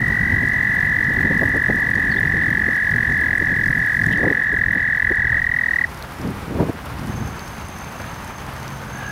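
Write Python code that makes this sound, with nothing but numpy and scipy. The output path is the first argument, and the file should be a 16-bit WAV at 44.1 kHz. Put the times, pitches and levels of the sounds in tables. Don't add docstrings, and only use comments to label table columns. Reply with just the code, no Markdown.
import sys
import numpy as np
from scipy import signal
from scipy.fft import rfft, irfft, next_fast_len
from scipy.io import wavfile

SR = 44100
rng = np.random.default_rng(int(sys.argv[2]) if len(sys.argv) > 2 else 0)


def master(y):
    cut = np.clip(np.atleast_2d(y).T, -1, 1)
    pcm = np.round(cut * 32767)
    wavfile.write(sys.argv[1], SR, pcm.astype(np.int16))


N = 401751
TIME = np.arange(N) / SR
BUFFET_HALF_S = .028

# pitch_hz, level_db
WIND_SPECTRUM = [(12, -48), (20, -14.5), (58, -3), (124, -0.5), (238, -5.5), (600, -29.5), (780, -23),
                 (1320, -120)]


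def amp(db):
    return 10 ** (np.asarray(db) / 20)


def unit(x):
    return x / np.sqrt(np.mean(x ** 2) + 1e-20)


def follow(rows, t=TIME):
    times, *columns = np.transpose(rows)
    return [np.interp(t, times, column) for column in columns]


def add(mix, start_s, sound):
    start = int(round(start_s * SR))
    part = mix[max(start, 0):][:max(len(sound) + min(start, 0), 0)]
    part += sound[max(-start, 0):][:len(part)]


def colour(x, points):
    hz, db = np.transpose(points)
    size = next_fast_len(len(x))
    gain = amp(np.interp(np.log(np.fft.rfftfreq(size, 1 / SR) + 1), np.log(hz), db))
    return unit(irfft(rfft(x, size) * gain, size)[:len(x)])


def drift(hz):
    size = next_fast_len(N)
    freqs = np.fft.rfftfreq(size, 1 / SR)
    return unit(irfft(rfft(rng.standard_normal(size)) / (1 + (freqs / hz) ** 4), size)[:N])


def ring(x, hz, width_hz):
    return signal.lfilter(*signal.iirpeak(hz, hz / width_hz, fs=SR), x)


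def trill(rates, voice, start_turn, droop, fall_s, second_db, third_db):
    t = np.arange(rates[0][0], rates[-1][0], 1 / SR)
    turns = start_turn + np.cumsum(follow(rates, t)[0]) / SR
    centres = np.interp(np.arange(np.ceil(turns[0]), turns[-1]), turns, t)
    peak_db, pitch = follow(voice, centres)[:2]
    lengths = follow(voice, centres)[2]
    late, loud, sharp = rng.standard_normal((len(centres), 3)).T
    centres = centres + signal.lfilter([1], [1, -.7], .00014 * late)
    peak_db, pitch = peak_db + .45 * loud, pitch * (1 + .008 * sharp)
    shake, out = 1 + .06 * drift(260), np.zeros(N)
    for centre, db, hz, length in zip(centres, peak_db, pitch, lengths):
        at = np.arange(max(int((centre - length / 2) * SR), 0), min(int((centre + length / 2) * SR), N))
        progress = np.clip((TIME[at] - centre) / length + .5, 0, 1)
        peak_at = np.clip(1 - fall_s / length, .2, .6)
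        swell = np.sin(np.pi / 2 * np.minimum(progress / peak_at, (1 - progress) / (1 - peak_at))) ** 1.02
        scoop_span = .35 * peak_at
        scoop = .08 * scoop_span * np.exp(-progress / scoop_span)
        sag = droop * progress ** 3.51 / 3.51
        phase = 2 * np.pi * hz * length * (progress - sag + scoop)
        overtones = swell ** 2 * (amp(second_db) * np.sin(2 * phase) + amp(third_db) * np.sin(3 * phase))
        out[at] += amp(db) * swell * shake[at] * (np.sin(phase) + overtones)
    return out


def toads():
    # time_s, pulses_per_s
    high_rate = [(0, 47.2), (.4, 45.4), (1.8, 43.8), (2.8, 43.96), (3.8, 42), (4.8, 41.74), (5.2, 40),
                 (5.65, 41.72), (5.86, 36.1)]
    low_rate = [(0, 54.46), (.8, 50.52), (1.3, 48.87), (2.3, 46.75), (2.8, 46.4), (3.8, 45.04),
                (4.3, 45.16), (5.2, 43.62), (5.4, 36)]
    again_rate = [(8.85, 55.5), (9.11, 56)]
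    # time_s, level_db, pitch_hz, pulse_length_s
    high_voice = [(0, -12.4, 2015, .018), (.7, -13.3, 2030, .0185), (1.62, -14.7, 2012, .0165),
                  (2.26, -12.7, 1966, .0125), (3.3, -12.7, 1966, .0115), (4.48, -12.2, 1948, .0118),
                  (5.3, -11, 1958, .0128), (5.85, -10.2, 1966, .0135)]
    low_voice = [(0, -30, 1450, 0.003), (.25, -21, 1660, 0.011), (.6, -15.5, 1782, .014),
                 (1.5, -13.5, 1778, .012), (3, -14.5, 1764, .016), (5.4, -14, 1751, .012)]
    again_voice = [(8.85, -36, 1560, 0.012), (8.97, -29.5, 1680, 0.011), (9.11, -24.5, 1735, 0.016)]
    starts = (-.06, .4, .05)
    high = trill(high_rate, high_voice, starts[0], droop=.22, fall_s=.01, second_db=-31.7, third_db=-42)
    low = trill(low_rate, low_voice, starts[1], droop=.13, fall_s=.011, second_db=-31, third_db=-69)
    again = trill(again_rate, again_voice, starts[2], droop=.1, fall_s=.006, second_db=-36, third_db=-50)
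    return high + low + again


def bank_echoes(x, fade_s=.22, count=900):
    delay_s = rng.uniform(.004, .3, count)
    echoes = np.zeros(SR)
    echoes[(delay_s * SR).astype(int)] = rng.choice([-1, 1], count) * amp(-60 * delay_s / fade_s)
    return signal.fftconvolve(x, echoes / np.linalg.norm(echoes))[:N]


def gust(start, length, db, hz, rise_s=.055, fall_s=.059, breeze_hz=124):
    fade = np.maximum((start - TIME) / rise_s, (TIME - start - length) / fall_s)
    at, out = fade < 10, np.zeros(N)
    rumble = colour(rng.standard_normal(N)[at], np.multiply(WIND_SPECTRUM, [hz / breeze_hz, 1]))
    out[at] = amp(db) * np.exp(-np.maximum(fade[at], 0)) * rumble
    return out


def buffet(strength_db):
    edge_hz = min(770 * 2 ** (strength_db / 19), SR / 10)
    size = int(2 * BUFFET_HALF_S * SR)
    band = np.vstack([signal.butter(2, [edge_hz / 6.53, edge_hz], "bandpass", fs=SR, output="sos"),
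                      signal.butter(2, 2 * edge_hz, fs=SR, output="sos")])
    churn = signal.sosfilt(band, rng.standard_normal(SR // 2))[-size:] * np.hanning(size) ** 2
    from_peak = (np.arange(size) / SR - BUFFET_HALF_S) * edge_hz * 1.5
    kick = (1 - 2 * from_peak ** 2) * np.exp(-from_peak ** 2)
    return amp(strength_db - 7) * (amp(3) * kick + amp(-6) * unit(churn))


def wind(breeze_db=-38, lumps_db=2, swirls_per_s=14, peak_delay_s=.0047):
    # start_s, length_s, level_db, pitch_hz
    gusts = [(0, 0.11, -24.5, 116), (0.216, .24, -23.5, 128), (0.541, 0.61, -29, 120),
             (1.09, 0.49, -23.5, 144), (1.676, 1.0, -26.5, 138), (2.914, 0.9, -27, 124),
             (4.024, .14, -24.5, 121), (4.212, 0.095, -25, 238), (4.512, 0.32, -30.5, 105),
             (5.062, 0.422, -31, 70), (6.261, 0.027, -23.5, 189), (6.539, .1, -24, 214),
             (6.997, .29, -27.5, 130.5)]
    # time_s, strength_db
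    hard_buffets = [(1.251, -16), (1.308, -13.5), (1.423, -10.5), (1.549, -11.5), (1.697, -11.5),
                    (2.682, -18), (3.415, -16.5), (3.519, -19), (4.236, -10), (4.268, -10), (4.302, -13.5),
                    (4.532, -17), (4.757, -19), (5.109, -14.5), (6.265, -18.5), (6.602, -8), (6.625, -11.5),
                    (6.693, -12.5)]
    breeze = amp(breeze_db) * colour(rng.standard_normal(N), WIND_SPECTRUM)
    air = breeze + sum(gust(*row) for row in gusts)
    out = air * unit(amp(lumps_db * drift(40)))
    for time_s, db in hard_buffets:
        add(out, time_s + peak_delay_s - BUFFET_HALF_S, buffet(db))
    for start, length, db, _ in gusts:
        for place, strength in rng.random((round(swirls_per_s * length), 2)):
            add(out, start + place * length - BUFFET_HALF_S, buffet(db - 2 + 7 * strength))
    return out


def far_wash():
    # pitch_hz, level_db
    spectrum = [(18, -40), (35, -11), (65, 12), (120, 2.5), (220, 1), (330, -3.5), (480, -4), (900, 1),
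                (1500, -2), (2000, -6), (2400, -9), (3780, -17), (5600, -24), (9000, -29)]
    # time_s, level_db
    levels = [(0, -34.5), (2, -35), (4, -36.5), (5.6, -37), (6, -33.5), (7.5, -33), (9.11, -32.5)]
    return colour(rng.standard_normal(N), spectrum) * amp(follow(levels)[0] + drift(27))


def rain(drops_per_s=90, spray_s=.0011):
    # pitch_hz, level_db
    spectrum = [(3000, -17.5), (4500, 5.5), (5800, 4.5), (7500, -2.5), (9800, 2), (12500, -1), (14800, -1),
                (15800, -27)]
    # time_s, level_db
    levels = [(0, -49.5), (.69, -51.5), (4.1, -49), (4.3, -54.5), (5.4, -56), (5.94, -50.5), (8.75, -49.5),
              (9.11, -52.5)]
    patter = np.zeros(N)
    for hz in (4800, 9000, 12500):
        sizes = amp(4.6 * np.minimum(rng.exponential(1, N), 3.1))
        lands = rng.random(N) < drops_per_s / 3 / SR
        spray_power = signal.lfilter([1], [1, -np.exp(-1 / (spray_s * SR))], (sizes * lands) ** 2)
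        patter += ring(np.sqrt(spray_power) * rng.standard_normal(N), hz, width_hz=7000)
    hiss = colour(rng.standard_normal(N) + amp(-4.5) * unit(patter), spectrum)
    flicker_db = .6 * drift(40) + .75 * drift(9)
    return hiss * amp(follow(levels)[0] + flicker_db)


def near_drops(fade_s=.009, splash_db=-6, boost_db=1):
    # start_s, peak_db (before the boost), pitch_hz
    drops = [(1.804, -32, 11480), (3.382, -28, 8600), (4.064, -23.5, 7540), (6.025, -21, 4403),
             (7.393, -26.5, 4190), (7.685, -29, 10500), (8.246, -29, 9050), (8.679, -24, 5600)]
    t, out = np.arange(SR // 20) / SR, np.zeros(N)
    for start, db, hz in drops:
        spray = rng.standard_normal(len(t)) * amp(-60 * t / fade_s)
        splash = amp(splash_db) * unit(np.diff(spray, prepend=0))
        tick = unit(ring(spray, hz, width_hz=1100)) + splash
        add(out, start, amp(db + boost_db) * tick / abs(tick).max())
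    return out


def whistle(t, hz, db, rough, width_hz, fade_s):
    rasp = (drift(width_hz) + 1j * drift(width_hz))[:len(t)]
    phase = 2 * np.pi * np.cumsum(hz * np.ones(len(t))) / SR
    tone = ((1 - rough) * np.sqrt(2) + rough * rasp) * np.exp(1j * phase)
    return unit(tone.real) * amp(db) * signal.windows.tukey(len(t), 2 * fade_s / t[-1])


def bird(boost_db=1, rasp_hz=670):
    # start_s, length_s, first_pitch_hz, last_pitch_hz, level_db (before the boost), roughness (0-1)
    chirps = [(2.102, .036, 4500, 4050, -39, .45), (2.133, .024, 3150, 4400, -42, .35),
              (2.158, .04, 2950, 3900, -42, .35), (4.107, .046, 3350, 2800, -37, .85),
              (9.0, .09, 2950, 2620, -47, .12)]
    out = np.zeros(N)
    for start, length, first_hz, last_hz, db, rough in chirps:
        t = np.arange(0, length, 1 / SR)
        glide_hz = first_hz + (last_hz - first_hz) * t / length
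        arch = 1 + .03114 * np.sin(np.pi * t / length)
        add(out, start, whistle(t, glide_hz * arch, db + boost_db, rough, rough * rasp_hz, length / 2))
    return out


def insect(cut_db=1, strokes_per_s=56):
    # start_s, length_s, level_db (before the cut)
    bouts = [(7.03, .94, -48.5), (7.88, .62, -50), (8.5, .4, -51), (8.84, .36, -45)]
    out = np.zeros(N)
    for start, length, db in bouts:
        t = np.arange(0, length, 1 / SR)
        hz = 6278 + 9 * (db + 52)
        add(out, start, whistle(t, hz, db - cut_db, rough=.68, width_hz=110, fade_s=.1))
    strokes = np.cumsum(strokes_per_s * (1 + .2 * drift(15))) / SR
    return out * unit(1 + .45 * np.sin(2 * np.pi * strokes))


def engine():
    # time_s, cycles_per_s, level_db
    running = [(8.1, 22.5, -57), (8.45, 25.7, -39.5), (8.75, 27.3, -36), (9.11, 24.6, -41)]
    # multiple (of the cycle rate), relative_level_db
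    tones = [(3, -9), (5, 4), (8, -2.5), (10, -14)]
    hz, db = follow(running)
    turns = np.cumsum(hz * (1 + .00684 * drift(7.5))) / SR
    hum = sum(amp(tone_db) * np.sin(2 * np.pi * multiple * turns) for multiple, tone_db in tones)
    return unit(hum) * amp(db) * (TIME > running[0][0])


def scene():
    trills, chirps = toads(), bird()
    calls = trills + chirps + bank_echoes(amp(-18.5) * trills + amp(-10) * chirps)
    return (calls + insect() + engine() + far_wash() + rain() + near_drops() + wind())[None]


def record(dry):
    faded_in = dry * np.minimum(TIME / .005, 1)
    treble_cut = signal.firwin(511, cutoff=15800, window=("kaiser", 9), fs=SR)
    return signal.oaconvolve(faded_in, treble_cut[None], "same")


dry = scene()
out = record(dry)
master(out)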